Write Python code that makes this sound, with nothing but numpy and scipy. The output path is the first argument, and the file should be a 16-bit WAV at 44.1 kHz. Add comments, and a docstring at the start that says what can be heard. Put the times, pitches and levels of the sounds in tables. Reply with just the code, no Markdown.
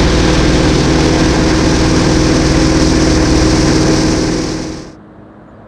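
"""Propeller plane in a banked turn

In the cockpit a piston engine drones, the slipstream roars over the canopy and air hisses at its
seal, throbbing with each turn of the propeller. After four seconds the cockpit fades away and the
plane is heard faintly from the ground, far overhead, with two tiny bird-like chirps near the end."""
import sys
import numpy as np
from scipy import signal
from scipy.fft import rfft, irfft
from scipy.io import wavfile

SR = 44100
rng = np.random.default_rng(int(sys.argv[2]) if len(sys.argv) > 2 else 0)


def transcribe(signal):
    """Save signal, clipped to [-1, 1], as a 16-bit WAV file at the path in sys.argv[1]."""
    frames = np.atleast_2d(signal).T
    limited = np.clip(frames, -1, 1)
    pcm = np.round(limited * 32767).astype(np.int16)
    wavfile.write(sys.argv[1], SR, pcm)


N = 250047
T = np.arange(N) / SR
HZ = np.fft.rfftfreq(N, 1 / SR)


def engine(turns, boom_order=1.5, drone_order=8, chug_below_order=5, build_s=0.98, roughness=0.043):
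    """Four strokes take two turns, so tones stand at every half order; most waver as the firings vary."""
    # engine tones in the cabin: order (multiple of the crank rate), level_db
    engine_tones = [(1.0, -24), (1.5, -20.5), (2.0, -24.5), (2.5, -30.5), (3.0, -25), (3.5, -21.5),
                    (4.0, -26), (4.5, -22.5), (5.0, -36.5), (5.5, -35), (6.0, -37), (6.5, -24), (7.0, -46),
                    (7.5, -30), (8.0, -16.5), (8.5, -37.5), (9.0, -25.5), (9.5, -32.5), (10.0, -29),
                    (10.5, -33), (11.0, -47.5), (11.5, -36.5), (12.0, -36.5), (12.5, -27), (13.0, -30.5),
                    (13.5, -31.5), (16.5, -35), (17.0, -41)]
    # swell of the low boom: time_s, gain_db
    boom_swell = [(0, 4), (.6, 2.5), (1.1, -2.5), (2.38, -0.5), (2.55, 2), (3.45, 4), (3.7, -5)]
    boom_db = curve(boom_swell)
    drone_db = 1 - 5 * np.exp(-T / build_s)  # builds as the plane rolls into the turn
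    chug_db = 1 - 0.54 * T  # the low chug slowly eases
    out = np.zeros(N)
    for order, db in engine_tones:
        waver_db = 1.27 * wander(rate_hz=1.2) + chug_db * (order < chug_below_order)
        swell_db = {boom_order: boom_db, drone_order: drone_db}.get(order, waver_db)
        # the flexing airframe delays each pitch differently, smearing the firings into an even drone
        lag_cycles = 0.54 * order ** 2 + 0.062 * wander(rate_hz=0.86)
        out += amp(db + swell_db) * np.sqrt(2) * np.sin(2 * np.pi * (order * turns - lag_cycles))
    return out * (1 + roughness * wander(rate_hz=25))


def exhaust_buzz(turns, level_db=-30, uneven_db=3, count=70, lowest_order=19):
    """The faint upper half orders of the exhaust, uneven and weaker as they go up."""
    orders = lowest_order + np.arange(count) / 2
    partials = (amp(uneven_db * rng.standard_normal()) * tone(k * turns) / k for k in orders)
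    return amp(level_db) * unit(sum(partials))


def slipstream(turns, buffet_db=-22, howl_db=-22, roar_db=-16.5, rush_db=-25, hiss_db=-26, bank_s=3.87):
    """Turbulent air shakes the airframe and canopy; the propeller wash pulses it on every turn."""
    # tone colours of the airflow: frequency_hz, density_db
    airframe_buffet = [(10, -19), (25, 0.5), (42, -11), (58, 1.5), (85, -5.5), (130, -6), (165, -3.5),
                       (205, -10), (400, -36), (1000, -78.5)]
    cabin_howl = [(150, -35), (215, -14), (245, -4), (290, -6.5), (370, 0), (415, -0.5), (470, -10.5),
                  (650, -36.5), (2000, -69.5)]
    slipstream_roar = [(100, -33.5), (200, -8.5), (255, 1), (310, 0.5), (400, -6.5), (460, -7), (520, -4.5),
                       (575, -12), (660, -10), (1050, -13), (1300, -16.5), (2200, -16.5), (3000, -25),
                       (8000, -63.5)]
    canopy_rush = [(1000, -27.5), (2400, -6.5), (3500, -0.5), (4600, -3.5), (8000, -30.5), (15000, -58.5)]
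    seal_hiss = [(1500, -33), (3300, -12.5), (4300, -3), (5300, 1), (5900, 0), (6600, -6.5), (7400, -11.5),
                 (8300, -13.5), (9400, -20), (10300, -28.5), (11500, -35.5), (13000, -36), (15000, -47.5)]
    # swell of the cabin's hollow howl: time_s, gain_db
    howl_swell = [(0, -13.5), (.5, -1), (1.25, -1), (1.8, -9.5), (3.55, -2), (3.95, 5), (4.6, 0)]
    # ringing canopy panels: pitch_hz, width_hz, lift_db
    panels = [(840, 53, 2.5), (1020, 70, 2.5), (1593, 100, 5.5), (1770, 98, 3), (2460, 200, 3)]
    # pulses of the propeller wash: order (multiple of the crank rate), depth
    wash_pulses = [(.5, 0.097), (1, .12), (1.5, .07), (2, 0.051), (2.5, .045), (3.5, .05)]
    throb = sum(depth * tone(order * turns) for order, depth in wash_pulses) / np.sqrt(2)
    gusts = amp(0.87 * wander(rate_hz=20))
    panels_db = sum(db / (1 + (2 * (HZ - hz) / width) ** 2) for hz, width, db in panels)
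    buffet = amp(buffet_db) * noise(airframe_buffet)
    howl = amp(howl_db + curve(howl_swell)) * noise(cabin_howl)
    eddies_db = 0.8 * wander(rate_hz=14)
    # as the plane banks, the roar eases, the rush dies down and the hiss takes over
    banked = ramp(0, bank_s)
    roar_gain = amp(roar_db - 1.5 * banked ** 2 + eddies_db)
    roar = roar_gain * noise(slipstream_roar, panels_db) * (1 + 0.4 * throb)
    rush = amp(rush_db - 11 * banked) * noise(canopy_rush)
    hiss = amp(hiss_db + 4 * banked) * noise(seal_hiss)
    return buffet + howl + roar + canopy_echoes(rush + hiss) * gusts * (1 + throb)


def canopy_echoes(air, longest_s=0.03, count=24, wet=0.2):
    """Short echoes under the canopy ripple the spectrum of the airflow."""
    delays = (rng.uniform(0.1, 1, count) * longest_s * SR).astype(int)
    echoes = sum(rng.choice([-1, 1]) * np.roll(air, d) for d in delays) / np.sqrt(count)
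    return (air + wet * echoes) / np.sqrt(1 + wet ** 2)


def cockpit():
    """Engine, exhaust and airflow, all paced by the crankshaft."""
    # engine speed: time_s, turns_per_s
    crank_speed = [(0, 39.6), (1.2, 39.75), (3.0, 39.63), (4.0, 39.49), (4.7, 39.56)]
    turns = np.cumsum(curve(crank_speed)) / SR
    return engine(turns) + exhaust_buzz(turns) + slipstream(turns)


def far_plane(firing_hz=52, rise_hz=1.67, hum_db=-42, upper_db=-42.5, rumble_db=-38.5, rasp_db=-57):
    """Distance takes the treble away, and moving air makes each tone come and go."""
    # distant engine tones: harmonic (multiple of the firing rate), gain_db
    far_tones = [(1, -11), (2, -6), (3, -14.5), (4, -2), (6, -1), (7, -11), (8, -12.5)]
    # distant rumble and propeller rasp: frequency_hz, density_db
    far_rumble = [(25, -31), (60, -1), (120, 0), (250, 0.5), (400, -7.5), (620, -3), (850, -11), (1100, -9),
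                  (1700, -16), (2300, -30.5), (4000, -35), (5200, -46.5), (9000, -49), (14000, -75)]
    propeller_rasp = [(200, -31), (400, -1.5), (600, 1), (720, -1), (850, -16), (1100, -10), (1700, -20),
                      (4000, -50.5), (14000, -80)]
    # the plane swings toward the listener: pitch rises, upper tones fade and the propeller rasps
    swing = ramp(start_s=5.24, end_s=5.64)
    firings = np.cumsum(firing_hz + rise_hz * swing) / SR
    out = amp(rumble_db) * noise(far_rumble)
    out += amp(rasp_db + 13.5 * swing) * noise(propeller_rasp)
    for harmonic, db in far_tones:
        level_db = hum_db if harmonic <= 4 else upper_db - 10 * swing
        shimmer_db = 1.2 * wander(rate_hz=4)
        out += amp(db + level_db + shimmer_db) * tone(harmonic * firings)
    return out


def chirps(bend=0.05):
    """Thin whistles, like a small bird's, whose pitch and level rise and fall together."""
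    # faint chirps outdoors: start_s, length_s, pitch_hz, level_db
    calls = [(5.47, .05, 7050, -71), (5.535, .04, 4780, -71)]
    out = np.zeros(N)
    for start, length, hz, db in calls:
        arch = np.sin(np.pi * ramp(start, start + length))
        pitch_hz = hz * (1 - bend + bend * arch)
        out += amp(db) * arch * tone(np.cumsum(pitch_hz) / SR)
    return out


def amp(db):
    """Decibels to gain."""
    return 10 ** (np.asarray(db) / 20)


def unit(x):
    """Scales to rms 1."""
    return x / np.sqrt(np.mean(x ** 2) + 1e-20)


def curve(points):
    """An envelope of straight lines through (time_s, value) points."""
    times, values = np.transpose(points)
    return np.interp(T, times, values)


def ramp(start_s, end_s):
    """Rises evenly from 0 to 1 between two times."""
    return np.clip((T - start_s) / (end_s - start_s), 0, 1)


def noise(spectrum, lift_db=0):
    """Noise of rms 1, coloured by (frequency_hz, density_db) points."""
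    hz, db = np.transpose(spectrum)
    shape = amp(np.interp(np.log(HZ + 1), np.log(hz), db) + lift_db)
    return unit(irfft(rfft(rng.standard_normal(N)) * shape, N))


def wander(rate_hz):
    """Random drift of rms 1, mostly slower than the given rate."""
    lowpass = np.exp(-(HZ / rate_hz) ** 2) * (HZ > 0)
    return unit(irfft(rfft(rng.standard_normal(N)) * lowpass, N))


def tone(cycles):
    """A sine of rms 1 with a random starting phase."""
    return np.sqrt(2) * np.sin(2 * np.pi * (cycles + rng.random()))


def scene():
    """The cockpit cross-fades into the sound on the ground."""
    outside = ramp(start_s=3.926, end_s=4.972)
    inside = (1 - outside) ** 1.017
    return (cockpit() * inside + (far_plane() + chirps()) * outside)[None]


def record(dry, knee=0.61, cutoff_hz=15100):
    """Soft-clips the peaks above the knee, then cuts the highest treble."""
    over = np.maximum(abs(dry) - knee, 0)
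    rounded = np.sign(dry) * (abs(dry) - over + (1 - knee) * np.tanh(over / (1 - knee)))
    lowpass = signal.firwin(511, cutoff_hz, window=("kaiser", 9), fs=SR)
    return signal.filtfilt(lowpass, 1, rounded)


dry = scene()
out = record(dry)
transcribe(out)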